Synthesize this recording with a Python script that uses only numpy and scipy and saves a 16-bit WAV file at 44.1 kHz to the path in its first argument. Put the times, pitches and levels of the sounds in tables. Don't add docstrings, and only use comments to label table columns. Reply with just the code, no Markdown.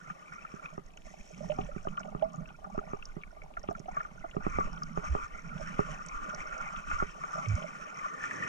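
import sys
import numpy as np
from scipy import signal
from scipy.fft import rfft, irfft, next_fast_len
from scipy.io import wavfile
from scipy.ndimage import uniform_filter1d

SR = 44100
rng = np.random.default_rng(int(sys.argv[2]) if len(sys.argv) > 2 else 0)


def log_audio(samples):
    frames = np.atleast_2d(samples).T
    limited = np.clip(frames, -1, 1)
    pcm = np.round(limited * 32767).astype(np.int16)
    wavfile.write(sys.argv[1], SR, pcm)


N = 373968
FFT_SIZE = next_fast_len(N + 8192)
FREQ_HZ, TIME_S = np.fft.rfftfreq(FFT_SIZE, 1 / SR), np.arange(N) / SR

# (start [s], length [s], babble [dB], fizz [dB], slosh [dB])
STROKES = [(-0.2, 0.9, -52.5, -67.5, -79), (0.95, 0.59, -80, -63.5, -61), (1.42, 0.48, -57.5, -67.5, -44.5),
           (1.9, 0.59, -55.5, -79, -66), (2.62, 0.49, -53.5, -72.5, -54), (3.88, 0.13, -47.5, -68.5, -58),
           (4.38, 0.28, -42.5, -62.5, -36), (4.9, 0.3, -43.5, -61.5, -44), (5.5, 0.45, -44, -61.5, -44.5),
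           (6, 0.74, -43.5, -66, -51), (6.83, 0.16, -39.5, -58, -36.5), (7.17, 0.45, -46, -62, -56.5),
           (8.05, 1, -43.5, -59.5, -75)]
# (time [s], babble [dB], slosh [dB])
CURRENT = [(0, -62, -63.5), (1.1, -63, -55.5), (3.4, -62.5, -52.5), (5.4, -50, -49), (6.3, -48.5, -53.5),
           (8.48, -44, -66)]
# (start [s], length [s], burble [dB], gurgle [dB])
AIR_CLOUDS = [(1.32, 0.31, -45.5, -46.5), (1.8, 0.648, -48, -53.5), (2.6, 0.27, -53, -51.5),
              (3.45, 1, -58, -55), (4.5, 0.48, -46.5, -61), (5.35, 0.634, -48.5, -58.5),
              (6.15, 0.76, -56, -53), (7.33, 0.29, -47.5, -48.5)]
# (time [s], level [dB], hardness [dB])
KNOCKS = [(0.539, -33, -10.5), (0.778, -32.5, 1.5), (1.5871, -24.5, -2), (1.762, -28, -13.5),
          (1.8705, -31, 6.5), (2.1485, -28.5, -1), (2.7775, -24, -2), (2.933, -29, 2), (3.166, -29.5, -12),
          (3.687, -25, -1), (3.799, -33.5, -21), (4.366, -22.5, -3.5), (4.465, -20.5, -2), (4.585, -25, 6),
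          (4.9737, -28.5, 6), (5.1497, -28, 7), (5.7912, -19, 1.5), (7.0235, -27.5, 5.5)]
# (time [s], pitch [Hz], level [dB])
LARGE_BUBBLES = [(1.4065, 588, -35), (1.4983, 599, -23), (1.585, 740, -28.5), (1.631, 164, -35),
                 (1.689, 566, -35), (1.852, 656, -33), (2.221, 807, -30), (2.2238, 637, -19),
                 (2.378, 159, -33), (2.747, 645, -34), (5.6091, 613, -33.5), (7.578, 595, -36),
                 (7.642, 625, -31.5)]
# (time [s], pitch [Hz], level [dB])
DRIPS = [(0.0985, 1243, -29), (0.319, 1460, -38), (0.447, 1260, -31.5), (0.657, 2510, -31),
         (0.973, 2910, -41.5), (1.517, 2860, -36), (1.713, 1304, -36.5), (1.8838, 2920, -41.5),
         (1.971, 2980, -40), (1.974, 1180, -25), (2, 1418, -37), (2.456, 2680, -45.5), (2.642, 1206, -33.5),
         (2.786, 1300, -29), (3.024, 2780, -37), (3.234, 2270, -35), (3.417, 2240, -41.5),
         (3.5678, 1345, -29), (3.7088, 688, -28), (3.748, 1360, -35), (3.882, 731, -29),
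         (3.9665, 1150, -23.5), (4.003, 1370, -24.5), (4.048, 1190, -32.5), (4.2399, 687, -29.5),
         (4.604, 1140, -22.5), (4.819, 1162, -29.5), (6.9115, 1446, -24), (6.999, 1310, -25),
         (7.2336, 1213, -26), (8.237, 1800, -25.5), (8.3093, 1800, -27)]
# (time [s], length [s], start pitch [Hz], end pitch [Hz], level [dB])
GLUGS = [(5.088, 0.065, 66, 62, -23.5), (7.458, 0.097, 119, 83, -24.5), (7.529, 0.033, 84.4, 70.5, -21)]
# (time [s], pitch [Hz], level [dB])
TICKS = [(0.9711, 6650, -44), (2.359, 6900, -46), (3.054, 5380, -35), (3.6311, 5460, -45.5),
         (4.7306, 5250, -45), (4.8327, 5300, -33), (6.0626, 8020, -34), (6.0856, 5830, -35.5),
         (6.347, 5640, -32)]
# (frequency [Hz], width [Hz], washed gain [dB], knocked gain [dB])
HOUSING_MODES = [(168.4, 47.8, -0.5, 19.5), (415.7, 30, -5, 9.5), (617, 71, -8, -19.5),
                 (789, 142, -13.5, -9), (1169.4, 57.7, 6.5, 7), (1414, 93, 3, -51), (1850, 222, -8, -25),
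                 (2310, 410, -5, -19), (2676, 150, -8, 12), (3072, 240, -14, -56), (5463, 370, -10, -35),
                 (5940, 1740, -15.5, -47)]
# (frequency [Hz], left minus right [dB], left lead [rad])
MIC_PATHS = [(62.5, -4, 1), (186, -8.5, -1.13), (393, -5.5, 3.5), (590, -16.5, 5), (783, 1, 1.5),
             (1013, -7, 0.83), (1217, 8.5, 4), (1322, -7, 2.5), (1812, 2.5, -0.5), (1915, -3.5, 2),
             (2580, 6, 1.82), (5800, -3, 0.64), (5980, -6.5, 1), (7900, 3, -2)]
# (frequency [Hz], relative density [dB])
HISS_SPECTRUM = [(100, 6), (380, 7.5), (1000, -1.5), (4000, -13.5), (12000, -21), (14400, -34)]

TICK_BAND_HZ = (4720, 7800)


def water(lap_rms_db=1.7, fizz_share=0.6):
    babble_db, fizz_db, slosh_db = stroke_levels_db()
    burble_db = surges_db(AIR_CLOUDS, column=2, calm_db=-59.5, rise_s=0.008, fade_s=0.052)
    gurgle_db = surges_db(AIR_CLOUDS, column=3, calm_db=-61, rise_s=0.008, fade_s=0.052)
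    trickle_db = (1 - fizz_share) * babble_db + fizz_share * fizz_db
    wall = washed_wall()
    lapping = spectrum(rng.standard_normal(N)) * band(3.4, 16)
    lap_db = lap_rms_db * unit_rms(irfft(lapping, FFT_SIZE)[:N])
    swells, eddies = spectrum(rng.standard_normal((2, 2, N)))
    slosh = amp(slosh_db + 2 * lap_db) * unit_rms(to_mics(*swells * band(6.6, 32.2)))
    rush = amp(babble_db - 13) * unit_rms(to_mics(*eddies * band(208, 980)))
    burble = swarm(burble_db + lap_db, wall * band(124, 246), pitch_hz=(131.3, 263),
                   peak_per_s=60, decay_cycles=0.96, spread_db=2, wash_db=-5.5)
    gurgle = swarm(gurgle_db + lap_db, wall * band(384, 896), pitch_hz=(496, 916),
                   peak_per_s=130, decay_cycles=1.08, spread_db=6, wash_db=-9, crowding=0.3)
    babble = swarm(babble_db + lap_db, wall * band(945, 1696, order=3), pitch_hz=(1036, 1493),
                   peak_per_s=500, decay_cycles=4, spread_db=4, wash_db=-3.5, crowding=0.9)
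    trickle = swarm(trickle_db + lap_db, wall * band(1615, 3054, order=6), pitch_hz=(1716, 3155),
                    peak_per_s=700, decay_cycles=4.1, spread_db=3.5, wash_db=-3.5, crowding=0.9)
    fizz = swarm(fizz_db + lap_db, wall * band(3030, 8960), pitch_hz=(5270, 7700),
                 peak_per_s=1000, decay_cycles=4.7, spread_db=9, wash_db=0.2)
    splashes = crackle(gurgle_db - 13.5 + lap_db, band(2160, 3220, order=3))
    splashes += crackle(gurgle_db - 19, wall * band(*TICK_BAND_HZ, order=4))
    return slosh + burble + shoals(rush + gurgle + babble + trickle) + fizz + splashes


def stroke_levels_db():
    times_s, babble_db, slosh_db = np.transpose(CURRENT)
    calm_db = np.interp(TIME_S, times_s, babble_db)
    return (surges_db(STROKES, column=2, calm_db=calm_db),
            surges_db(STROKES, column=3, calm_db=0.8 * calm_db - 26),
            surges_db(STROKES, column=4, calm_db=np.interp(TIME_S, times_s, slosh_db), fade_s=0.065))


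def surges_db(rows, column, calm_db, rise_s=0.06, fade_s=0.087):
    power = amp(calm_db) ** 2 * np.ones(N)
    for row in rows:
        age_s, length_s = TIME_S - row[0], row[1]
        attack = np.clip(age_s / (rise_s + 0.15 * length_s), 0, 1)
        release = np.exp(-np.maximum(age_s - length_s, 0) / fade_s)
        power += (amp(row[column]) * attack * release) ** 2
    return 10 * np.log10(power)


def swarm(level_db, colour, pitch_hz, peak_per_s, decay_cycles, spread_db, wash_db,
          crowding=0.6, sizes=28):
    activity = amp(crowding * (level_db - level_db.max()))
    near = np.zeros((2, N))
    for hz in np.geomspace(*pitch_hz, sizes):
        age = np.arange(int(8 * decay_cycles / hz * SR)) / SR * hz / decay_cycles
        phase_rad = 2 * np.pi * decay_cycles * age * (1 + 0.0046 * age)
        ring = age * np.exp(-age) * np.sin(phase_rad) * np.sqrt(hz / pitch_hz[0])
        for channel in near:
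            when, chance, size, sign = rng.random((int(peak_per_s * N / SR / sizes), 4)).T
            onsets = (when * N).astype(int)
            size_db = spread_db * np.minimum(-np.log(size), 3)
            gain = amp(size_db) * np.sign(sign - 0.5) / np.sqrt(activity[onsets])
            for k in np.flatnonzero(chance < activity[onsets]):
                add(channel, onsets[k] / SR, gain[k] * ring)
    near = spectrum(unit_rms(near)) * colour
    far = spectrum(rng.standard_normal((2, N)) * np.sqrt(activity)) * colour
    return amp(level_db) * unit_rms(unit_rms(to_mics(*near)) + amp(wash_db) * unit_rms(to_mics(*far)))


def shoals(x, depth_db=3):
    frames = signal.stft(x, nperseg=512)[2]
    patches = rng.standard_normal(frames.shape[:0:-1])
    for _ in range(2):
        patches = uniform_filter1d(patches, size=11, axis=0)
        patches = uniform_filter1d(patches, size=4, axis=1)
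    patchy = signal.istft(frames * amp(depth_db * unit_rms(patches).T))[1][:, :N]
    return unit_rms(patchy) * np.std(x)


def crackle(level_db, colour, rate_per_s=22, spread_db=7, decay_s=0.0039):
    gains = amp(spread_db * np.minimum(rng.exponential(1, N), 3))
    impulses = gains * (rng.random(N) < rate_per_s / SR)
    bursts = signal.lfilter([1], [1, -np.exp(-1 / (decay_s * SR))], impulses)
    spatter = bursts * rng.exponential(1, N) * rng.standard_normal((2, N))
    return amp(level_db) * unit_rms(to_mics(*spectrum(spatter) * colour))


def knocks(lag_s=0.00078, rebound_s=0.00278, push_s=0.0059, churn_s=0.0057, churn_gain=0.32):
    wall = sum((-1) ** k * amp(db) * resonance(hz, 1.32 * width_hz)
               for k, (hz, width_hz, _, db) in enumerate(HOUSING_MODES))
    balance = amp([[-6], [0]])
    thud = impulse_response(wall * band(31, 1650)) * balance
    clack = impulse_response(wall * band(447, 1280, order=4))
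    out, t = np.zeros((2, N)), np.arange(SR // 20) / SR
    push = t / push_s * np.exp(1 - t / push_s) * balance
    for time_s, db, hardness_db in KNOCKS:
        ring = np.zeros((2, SR // 10))
        add(ring, 0, amp(hardness_db + 2.5) * clack)
        add(ring, lag_s, thud)
        add(ring, lag_s + rebound_s * amp(-0.43 * hardness_db), 0.38 * rng.random() * thud)
        add(ring, rebound_s, amp(hardness_db - 11) * push)
        eddy = rng.standard_normal(len(t)) * t * np.exp(-t / churn_s)
        eddy /= np.linalg.norm(eddy)
        ring += churn_gain * signal.fftconvolve(ring, eddy[None], axes=1)[:, :SR // 10]
        cutoff_hz = 1850 * amp(0.1 * hardness_db)
        lowpass = signal.butter(4, cutoff_hz, fs=SR, output="sos")
        add(out, time_s, amp(db) * signal.sosfilt(lowpass, ring))
    return out


def large_bubbles(glide=0.0089, echo_db=-17, echo_decay_s=0.15):
    out, mean_db = np.zeros(N), np.mean([db for _, _, db in LARGE_BUBBLES])
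    for time_s, hz, db in LARGE_BUBBLES:
        rise_s = max(0.0043, 1 / hz)
        fade_s = max(0.0051 * amp(0.64 * (db - mean_db)), 1 / hz)
        t = np.arange(int((rise_s + 10 * fade_s) * SR)) / SR
        envelope = (t / rise_s) ** (rise_s / fade_s) * np.exp((rise_s - t) / fade_s)
        cycles = np.cumsum(hz * (1 + glide * (t - rise_s) / fade_s)) / SR
        add(out, time_s, amp(db) * envelope * np.sin(2 * np.pi * cycles))
    t = np.arange(SR // 4) / SR
    tail = rng.standard_normal((2, len(t))) * np.exp(-t / echo_decay_s)
    tail *= amp(echo_db) / np.linalg.norm(tail[0])
    direct = spectrum(out)
    return to_mics(direct) + to_mics(*direct * spectrum(tail))


def drips(decay_cycles=3.3, splash_db=-3, splash_s=0.0064):
    out, t = np.zeros((2, N)), np.arange(SR // 20) / SR
    wall = impulse_response(washed_wall())
    for time_s, hz, db in DRIPS:
        age = t * hz / decay_cycles
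        plink = age * np.exp(-age) * np.sin(2 * np.pi * hz * t)
        bandpass = signal.butter(3, [0.39 * hz, 1.42 * hz], "band", fs=SR, output="sos")
        spray = rng.standard_normal(len(t)) * rng.exponential(1, len(t))
        splash = signal.sosfilt(bandpass, spray * np.exp(-t / splash_s))
        for part, part_db in ((plink, 0), (splash, splash_db)):
            ring = signal.fftconvolve(part[None], wall, axes=1)
            add(out, time_s, amp(db + part_db) * ring / abs(ring).max())
    return out


def glugs():
    out = np.zeros(N)
    for time_s, length_s, start_hz, end_hz, db in GLUGS:
        hz = np.linspace(start_hz, end_hz, int(length_s * SR))
        throb = np.sin(2 * np.pi * np.cumsum(hz) / SR)
        add(out, time_s, amp(db) * signal.windows.tukey(len(hz), 0.8) * throb)
    return to_mics(spectrum(out))


def froth(start_s=7.83, rise_s=0.67, ring_db=-39.5, rush_db=-42):
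    nearness = np.clip((TIME_S - start_s) / rise_s, 0, 1)
    ringing = swarm(np.full(N, ring_db), band(1680, 2040), pitch_hz=(1730, 2000),
                    peak_per_s=100, decay_cycles=5.8, spread_db=6, wash_db=-6, sizes=8)
    eddies = spectrum(rng.standard_normal((2, N))) * band(91, 490, order=3)
    rush = amp(rush_db) * unit_rms(to_mics(*eddies))
    return nearness ** 2 * ringing + nearness ** 3 * rush


def ticks(width_hz=520, rattle_s=0.0021):
    out, t = np.zeros(N), np.arange(SR // 20) / SR
    for time_s, hz, db in TICKS:
        rattle = rng.standard_normal(len(t)) * np.exp(-t / rattle_s)
        ping = np.exp(-np.pi * width_hz * t) * np.sin(2 * np.pi * hz * t)
        ring = signal.fftconvolve(rattle, ping)
        add(out, time_s, amp(db) * ring / abs(ring).max())
    return to_mics(spectrum(out) * band(*TICK_BAND_HZ))


def click(time_s=3.7285, level_db=-42):
    out = np.zeros(N)
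    add(out, time_s, amp([level_db]))
    return out


def hiss(level_db=-64):
    noise = spectrum(rng.standard_normal((2, N))) * amp(curve(HISS_SPECTRUM))
    return amp(level_db) * unit_rms(irfft(noise, FFT_SIZE)[:, :N])


def washed_wall():
    return sum((-1) ** k * amp(db) * resonance(hz, width_hz)
               for k, (hz, width_hz, db, _) in enumerate(HOUSING_MODES))


def to_mics(direct, diffuse=None, coherent_below_hz=6700):
    ratio, lead_rad = amp(curve(MIC_PATHS)), curve(MIC_PATHS, column=2)
    coherence = 0.95 / np.hypot(1, (FREQ_HZ / coherent_below_hz) ** 2)
    left = direct if diffuse is None else coherence * direct + np.sqrt(1 - coherence ** 2) * diffuse
    pair = np.array([left * ratio * np.exp(1j * lead_rad), direct])
    return irfft(pair * np.sqrt(2 / (1 + ratio ** 2)), FFT_SIZE)[:, :N]


def impulse_response(response):
    ring = to_mics(response)[:, :SR // 16]
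    return ring / np.sqrt(np.mean(ring ** 2, axis=0).max())


def resonance(hz, width_hz):
    return 1j * FREQ_HZ * width_hz / (hz ** 2 - FREQ_HZ ** 2 + 1j * FREQ_HZ * width_hz)


def band(low_hz, high_hz, order=2):
    sos = signal.butter(order, [low_hz, high_hz], "band", fs=SR, output="sos")
    return signal.sosfreqz(sos, FREQ_HZ, fs=SR)[1]


def curve(table, column=1):
    table = np.array(table)
    return np.interp(np.log(FREQ_HZ + 1), np.log(table[:, 0] + 1), table[:, column])


def add(mix, time_s, sound):
    part = mix[..., max(round(time_s * SR), 0):][..., :sound.shape[-1]]
    part += sound[..., :part.shape[-1]]


def spectrum(x):
    return rfft(x, FFT_SIZE)


def amp(db):
    return 10 ** (np.asarray(db) / 20)


def unit_rms(x):
    return x / np.sqrt(np.mean(x ** 2) + 1e-30)


def scene():
    return water() + froth() + drips() + ticks() + click() + large_bubbles() + glugs() + knocks() + hiss()


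def record(dry):
    lowpass = signal.firwin(511, 14400, window=("kaiser", 9), fs=SR)
    return signal.oaconvolve(dry, lowpass[None], "same")


dry = scene()
out = record(dry)
log_audio(out)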